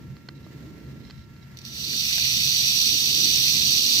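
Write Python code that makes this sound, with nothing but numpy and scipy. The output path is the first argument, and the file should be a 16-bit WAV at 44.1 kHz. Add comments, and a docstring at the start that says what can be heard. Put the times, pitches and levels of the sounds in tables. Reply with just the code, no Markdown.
"""A low outdoor rumble, a faint steady whine and a soft rustle run throughout.
A few small ticks and dry scuffs come first: short dying rings with cracks, and swells of grainy noise.
At about 1.6 s a coiled rattlesnake on gravel beside a wall stirs, then shakes its tail into a loud dry buzz.
At each turn of the tail the loose hollow segments scrape and knock; wall and ground scatter the clicks.
Three soft hollow taps, made of dying tones, fall near 2 s as the buzz grows."""
import sys
import numpy as np
from scipy import signal
from scipy.fft import rfft, irfft
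from scipy.io import wavfile

SR = 44100
rng = np.random.default_rng(int(sys.argv[2]) if len(sys.argv) > 2 else 0)


def wrap_up_sound(samples):
    """Save the sound to the file named by the first command line argument, as 16-bit audio."""
    columns = np.atleast_2d(samples).T
    # keep every value between -1 and 1, then stretch to whole-number steps
    tamed = np.clip(columns, -1, 1)
    steps = np.round(tamed * 32767).astype(np.int16)
    wavfile.write(sys.argv[1], SR, steps)


N = 176400
PADDED = N + SR // 10  # room for tails, so that filters do not wrap around
TIME, FREQ = np.arange(N) / SR, np.fft.rfftfreq(PADDED, 1 / SR)


def amp(db):
    """Turns decibels into gain."""
    return 10 ** (np.asarray(db) / 20)


def unit(x):
    """Scales to an rms of 1."""
    return x / np.sqrt(np.mean(x ** 2) + 1e-20)


def over_hz(table, axis=1):
    """Reads one column of a table at every frequency, on a log-frequency axis."""
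    table = np.array(table)
    return np.interp(np.log(FREQ + 1), np.log(table[:, 0] + 1), table[:, axis])


def level(curve):
    """Draws gain over time from rows of seconds and dB."""
    return amp(np.interp(TIME, *np.transpose(curve)))


def colour(x, table):
    """Filters by a spectrum, keeping the power of white noise."""
    return irfft(rfft(x, PADDED) * unit(amp(over_hz(table))))[:, :N]


def drift(rate_hz):
    """Makes a random motion of rms 1 by keeping only the slow part of noise."""
    slow = np.exp(-(FREQ / rate_hz) ** 2) * (FREQ > 0)
    return unit(irfft(rfft(rng.standard_normal(PADDED)) * slow)[:N])


def pan(pan_db):
    """Gains for left and right; a negative value leans to the right."""
    return amp([[pan_db / 2], [-pan_db / 2]])


def noise_pair(same, pan_db):
    """White noise for left and right, alike by the share 'same' (0 to 1)."""
    a, b = rng.standard_normal((2, N))
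    return np.array([a, same * a + np.sqrt(1 - same ** 2) * b]) * pan(pan_db)


def ring(hz, t60):
    """One dying tone, started at a random phase; it falls 60 dB in t60 seconds."""
    t = TIME[:SR // 8]
    return amp(-60 * t / t60) * np.sin(2 * np.pi * (hz * t + rng.random()))


def add(mix, s, sound):
    """Adds a sound to the mix at its time in seconds."""
    part = mix[round(s * SR):][:len(sound)]
    part += sound[:len(part)]


# Effort of the tail. Each row: time in seconds, relative level in dB.
EFFORT = [(1.55, -60), (1.585, -32), (1.63, -31.5), (1.66, -18), (1.71, -20.5), (1.76, -12.5), (1.86, -9),
          (1.96, -4), (2.18, -1), (2.55, 0.7), (3.1, 1), (3.62, 2), (4, 2)]
# First loose knocks. Each row: time in seconds, relative strength in dB.
STIRS = [(1.572, 3), (1.576, -3), (1.589, 3), (1.617, 0), (1.652, 7.5), (1.664, 3), (1.683, 5)]
SHAKE_HZ, SHAKE_WANDER = 70.56, .012  # full swings per second, rms wander as a share of that
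SEGMENT_LAG, KNOCK_JITTER_S = .114, .0004  # lag of each segment in strokes, rms timing scatter
BACKSTROKE_DB, STROKE_SPREAD_DB, KNOCK_SPREAD_DB, FLUTTER_DB = -1.5, .2, 1.4, .2
SLIDE_S, SCRAPES_PER_S = .0012, 16000  # build-up time of a slide, scrape chances over all segments
SCRAPE_SHARE, SCRAPE_SPREAD_DB = .4, 1.5  # scrapes' share of the power, spread of their strength


def segment_clicks(count=8):
    """One click train per segment: at each turn of the tail it slides, chattering harder, until it knocks."""
    speed = SHAKE_HZ * (1 + SHAKE_WANDER * drift(4))
    strokes = 2 * np.cumsum(speed) / SR
    turns = TIME[1:][np.diff(np.floor(strokes)) > 0]
    backstroke = np.arange(len(turns)) % 2
    stroke_db = BACKSTROKE_DB * backstroke + STROKE_SPREAD_DB * rng.standard_normal(len(turns))
    force = level(EFFORT) * amp(FLUTTER_DB * drift(9.0))

    knocks = np.zeros((count, N))
    for k, train in enumerate(knocks):
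        late, hard = rng.standard_normal((2, len(turns)))
        at = turns + k * SEGMENT_LAG / (2 * SHAKE_HZ) + KNOCK_JITTER_S * late
        strength = amp(stroke_db + KNOCK_SPREAD_DB * np.minimum(hard, 2))
        train[(at * SR).astype(int) % N] = strength * rng.choice([-1, 1], len(turns))

    # A decay run backwards in time grows towards each knock
    fade = np.exp(-1 / (SLIDE_S * SR))
    slide = signal.lfilter([1], [1, -fade], abs(knocks)[:, ::-1])[:, ::-1]
    grit_db = SCRAPE_SPREAD_DB * np.minimum(rng.exponential(1, (count, N)), 3)
    grit = amp(grit_db) * rng.choice([-1, 1], (count, N))
    catches = rng.random((count, N)) < SCRAPES_PER_S / count / SR
    scrapes = np.sqrt(slide) * grit * catches

    mix = np.sqrt(1 - SCRAPE_SHARE) * unit(knocks) + np.sqrt(SCRAPE_SHARE) * unit(scrapes)
    trains = mix * force / np.sqrt(count)
    for train, (s, db) in zip(trains, STIRS):  # each stir knocks a different segment
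        train[round(s * SR)] += amp(db)
    return trains


GROUND_ECHO_S, GROUND_ECHO_DB = .0009, -15
SWAY_S, SWAY_HZ = .00022, 7  # rms shift of the echo, quickness of the shift


def sway(x):
    """The ground's reflection shifts as the tail sways, so the resonances swell and fade."""
    late = TIME - GROUND_ECHO_S - SWAY_S * drift(SWAY_HZ)
    return x + amp(GROUND_ECHO_DB) * np.interp(late, TIME, x)


# Ring of the hollow segments. Each row: frequency in Hz, left and right relative levels in dB.
SHELL = [(300, -41, -32.5), (694, -35, -33.5), (1120, -37.5, -34.5), (1710, -28.5, -27), (2040, -17, -21),
         (2290, -19.5, -20.5), (2380, -12, -14.5), (2840, -6, -14.5), (3020, -15.5, -8.5),
         (3496, -8.5, -7.5), (3764, -11.5, -2), (3930, -5.5, -7), (4190, -13, 0.5), (4500, -7, -1),
         (4670, -10.5, -0.5), (4950, -11.5, -9), (5390, -20, -5), (5900, -16, 0.5), (6050, -11, -3.5),
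         (6340, -19, -14.5), (6530, -19.5, -11), (6910, -20, -19), (8020, -16.5, -26.5), (8830, -19, -45),
         (10200, -26.5, -50), (11230, -19, -23), (12500, -18, -18.5), (15300, -19, -20)]
# Likeness of left and right. Each row: frequency in Hz, likeness from 0 to 1, right phase in radians.
LIKENESS = [(700, 0.36, 0.5), (1100, 0.46, -1), (1515, 0.99, -3), (2050, 0.89, -2.5), (2500, 0.77, -3.5),
            (2910, 0.61, -2.5), (3320, 0.67, -4), (3490, 0.58, -3.5), (3794, 0.73, -5.5), (4060, .5, -3.5),
            (4380, 0.72, -2), (4490, 0.34, -7.5), (4670, 0.75, -5), (6080, 0.52, -7), (6630, 0, -3),
            (11100, 0.01, -8), (15400, 0, -14.5)]
RATTLE_DB, SCATTER_T60_S = -21, 0.018
WALL_ECHO_S, WALL_ECHO_DB = .00463, -12


def rattle():
    """The clicks ring the shell and arrive directly, off the wall, and scattered by the ground."""
    trains = segment_clicks()
    t = TIME[:SR // 20]
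    tails = rng.standard_normal((2, len(trains), len(t))) * amp(-60 * t / SCATTER_T60_S)
    tails /= np.linalg.norm(tails, axis=2, keepdims=True)
    scattered = sum(signal.oaconvolve(train[None], tails[:, k], axes=1) for k, train in enumerate(trains))

    same = over_hz(LIKENESS)
    phase = np.outer([0, 1], over_hz(LIKENESS, axis=2))  # turns the right side only
    direct = rfft(sway(trains.sum(0)), PADDED) * np.exp(1j * phase)
    arriving = np.sqrt(same) * direct + np.sqrt(1 - same) * rfft(scattered, PADDED)
    wall = 1 + amp(WALL_ECHO_DB) * np.exp(-2j * np.pi * FREQ * WALL_ECHO_S)
    shell = unit(amp([over_hz(SHELL, axis=1), over_hz(SHELL, axis=2)]))
    return amp(RATTLE_DB) * irfft(shell * wall * arriving)[:, :N]


# Boost or cut of the band around 2 kHz. Each row: time in seconds, gain in dB.
BAND_LEVEL = [(1.6, 4), (1.9, 1.5), (2.25, 4), (2.6, 1), (3.1, -0.5), (4, -2)]
BAND_HZ, BAND_WIDTH_HZ = 2100, 520
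BAND_DRIFT_DB, BAND_DRIFT_HZ = 2.3, 14


def lower_band(x):
    """The band around 2 kHz is louder early than late; a slow random gain varies its level."""
    bell = np.exp(-((FREQ - BAND_HZ) / BAND_WIDTH_HZ) ** 2)
    band = irfft(rfft(x, PADDED) * bell)[:, :N]
    gain = level(BAND_LEVEL) * amp(BAND_DRIFT_DB * drift(BAND_DRIFT_HZ))
    return x + band * (gain - 1)


# Soft hollow taps. Each row: start in seconds, level of the low ring in dB, level of the high ring in dB.
TAPS = [(1.932, -52, -38.5), (2.11, -56, -41), (2.18, -37, -32)]
# Ring of the taps. Each row: frequency in Hz, relative level in dB, seconds to fall 60 dB.
TAP_MODES = [(170, 1, 0.054), (377, -17, 0.027), (690, 0, 0.03), (1010, -10, .025), (1580, -2.5, 0.023),
             (1644, -5, .04), (1950, -2, 0.024)]
TAP_RISE_S, TAP_SPLIT_HZ = 0.0011, 1200  # the split parts low ring from high


def taps():
    """Soft knocks on something hollow: dying tones with a softened start."""
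    out = np.zeros(N)
    for s, low_db, high_db in TAPS:
        body = 0
        for hz, db, t60 in TAP_MODES:
            tap_db = low_db if hz < TAP_SPLIT_HZ else high_db
            body = body + amp(db + tap_db) * ring(hz, t60)
        rise = np.minimum(TIME[:len(body)] / TAP_RISE_S, 1)
        add(out, s, rise * body)
    return out * pan(-3)


# Small dry ticks. Each row: start in seconds, level in dB, treble tilt in dB per octave,
# length of the slip in seconds.
TICKS = [(0.167, -43.5, -2, 0.001), (0.2871, -30, 2, .0012), (0.2885, -33, 0, 0.00091),
         (0.2892, -34, -4, .001), (.465, -45, -8, .001), (.866, -49, 6, .002), (1.051, -47, 5, .001),
         (1.074, -48, 3, .002), (1.099, -35.5, -3, 0.0036), (1.102, -37, 0, 0.0036),
         (1.108, -32, 3.5, 0.0025), (1.18, -50, 3, .002), (1.23, -50, 2, .003), (1.364, -49, 1, .001)]
# Ring of the ticks. Each row: frequency in Hz, relative level in dB, seconds to fall 60 dB.
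TICK_MODES = [(360, -15, .02), (590, -16.5, .02), (1200, -9, 0.02), (1590, -8, .013), (2010, -14.5, 0.028),
              (2440, -10, .012), (3090, -9.5, 0.015), (3700, -15, 0.0088), (4200, -1, 0.0089),
              (4500, -2, 0.0088), (5200, -16, .016), (6100, -24, .006), (7450, -22, .005)]
# Colour of the crack. Each row: frequency in Hz, relative level in dB.
TICK_CRACK = [(500, -3), (3000, -4.5), (4500, 0), (5800, -15), (7600, -16), (9000, -32), (16000, -40)]
CRACK_DB, CRACK_T60_S = -7.5, .005  # level against the tick, fall time before the slip is added


def ticks():
    """Brief dry slips: a broadband crack and the short ring of a small stiff body."""
    out, cracks = np.zeros((2, N))
    for s, db, tilt_db, slip in TICKS:
        body = 0
        for hz, mode_db, t60 in TICK_MODES:
            body = body + amp(mode_db + tilt_db * np.log2(hz / 2500)) * ring(hz, t60)
        t = TIME[:len(body)]
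        rise = np.minimum(t / slip, 1)
        add(out, s, amp(db) * rise * body)
        fall_db = -60 * t / (CRACK_T60_S + slip)
        add(cracks, s, amp(db + CRACK_DB + fall_db) * rng.standard_normal(len(t)))
    return (out + colour(cracks[None], TICK_CRACK)) * pan(-5)


# Faint dry scuffs. Each row: start in seconds, length in seconds, relative level in dB.
SCUFFS = [(0.34, 0.054, -61), (0.423, 0.043, -58), (0.87, 0.078, -65.5), (0.957, 0.26, -60),
          (1.156, 0.11, -60), (1.407, 0.047, -60.5)]
# Colour of the scuffs. Each row: frequency in Hz, relative level in dB.
SCUFF = [(1000, -30), (2050, -3), (2600, -17), (3150, -5.5), (3500, -12), (4000, 3.5), (4500, -13),
         (5500, -4.5), (6300, -19), (15000, -40)]


def scuffs():
    """Short grainy swells of rubbing: noise whose level flickers quickly."""
    swell = np.zeros(N)
    for s, length, db in SCUFFS:
        swell += amp(db) * np.sin(np.pi * np.clip((TIME - s) / length, 0, 1))
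    grain = unit(amp(3.1 * drift(150)))
    return colour(swell * grain * noise_pair(same=0.22, pan_db=-9.5), SCUFF)


# Upper part of the rumble, which comes and goes. Each row: time in seconds, relative level in dB.
DRONE_LEVEL = [(0.0, -47), (0.23, -53.5), (0.62, -43), (1.06, -46), (1.18, -62), (1.26, -54.5),
               (1.67, -54.5), (1.96, -42.5), (1.97, -53.5), (2.85, -48), (2.95, -39), (2.97, -48),
               (3.2, -40), (3.39, -45.5), (3.95, -40.5), (4.0, -45)]
# Its colour. Each row: frequency in Hz, relative level in dB.
DRONE = [(80, -40), (170, -4), (230, 1), (310, 1), (420, -8), (600, -18), (800, -28), (1150, -28),
         (1600, -38), (3000, -66)]
DRONE_DB, DRONE_PAN_DB = -2.5, -5


def drone():
    """The upper part of the rumble: coloured noise that swells and fades."""
    noise = noise_pair(same=0.81, pan_db=DRONE_PAN_DB)
    return amp(DRONE_DB) * level(DRONE_LEVEL) * colour(noise, DRONE)


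# Level of the low rumble. Each row: time in seconds, relative level in dB.
RUMBLE_LEVEL = [(0.0, -44.5), (0.13, -39), (0.17, -48), (1.2, -42.5), (1.22, -47), (2.33, -43), (2.37, -38),
                (2.46, -43.5), (3.14, -44), (3.74, -40.5), (3.92, -49.5), (4.0, -42)]
# Its colour. Each row: frequency in Hz, relative level in dB.
RUMBLE = [(20, -33), (40, -26), (54, -10), (68, -0.5), (90, -3), (110, -5), (132, 7), (165, -4.5),
          (230, -4.5), (310, -29), (450, -30), (700, -41), (2000, -74)]
RUMBLE_DB, RUMBLE_SAME = 1.5, 0.87


def rumble():
    """The low outdoor rumble: bass noise, much alike on both sides."""
    noise = noise_pair(same=RUMBLE_SAME, pan_db=0)
    return amp(RUMBLE_DB) * level(RUMBLE_LEVEL) * colour(noise, RUMBLE)


# Soft rustle in the air. Each row: time in seconds, relative level in dB.
AIR_LEVEL = [(0, -57.5), (.27, -58.5), (.33, -59.5), (.6, -54), (.8, -55.5), (1.0, -56.5), (1.2, -59),
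             (1.3, -59), (1.55, -55.5), (4, -59)]
# Its colour. Each row: frequency in Hz, relative level in dB.
AIR = [(300, -7), (550, -7), (800, -13), (1100, -11.5), (1500, -9.5), (1900, -5), (2600, -12.5),
       (3400, -14), (4100, -12.5), (5600, -16), (7000, -20), (10000, -31), (12500, -21.5), (15500, -23.5)]


def rustle():
    """A soft, wide rustle: coloured noise whose level flutters slightly."""
    flutter = amp(1.0 * drift(40))
    return level(AIR_LEVEL) * flutter * colour(noise_pair(same=0.033, pan_db=-3.5), AIR)


# Tones of the whine. Each row: frequency in Hz, relative level in dB.
WHINE = [(920.5, -73), (1363, -65), (1685, -74), (1836, -90), (2143, -76), (2729, -73.5)]
WHINE_DB, WHINE_WAVER_HZ = -0.5, 1.16  # shared level, rms waver of each tone


def whine():
    """A few faint steady tones, each wavering slightly in pitch."""
    tones = np.zeros(N)
    for hz, db in WHINE:
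        pitch = hz + WHINE_WAVER_HZ * drift(24)
        tones += amp(db) * np.sin(2 * np.pi * np.cumsum(pitch) / SR)
    return np.sqrt(2) * amp(WHINE_DB) * tones


def scene():
    """The snake in front of its surroundings."""
    snake = lower_band(rattle())
    small_sounds = taps() + ticks() + scuffs()
    background = drone() + rumble() + rustle() + whine()
    return snake + small_sounds + background


EDGE_HZ = 15600


def record(dry):
    """Removes the treble above the edge with a steep low-pass filter."""
    low_pass = signal.firwin(511, EDGE_HZ, window=("kaiser", 9), fs=SR)
    return signal.oaconvolve(dry, low_pass[None], "same")


dry = scene()
out = record(dry)
wrap_up_sound(out)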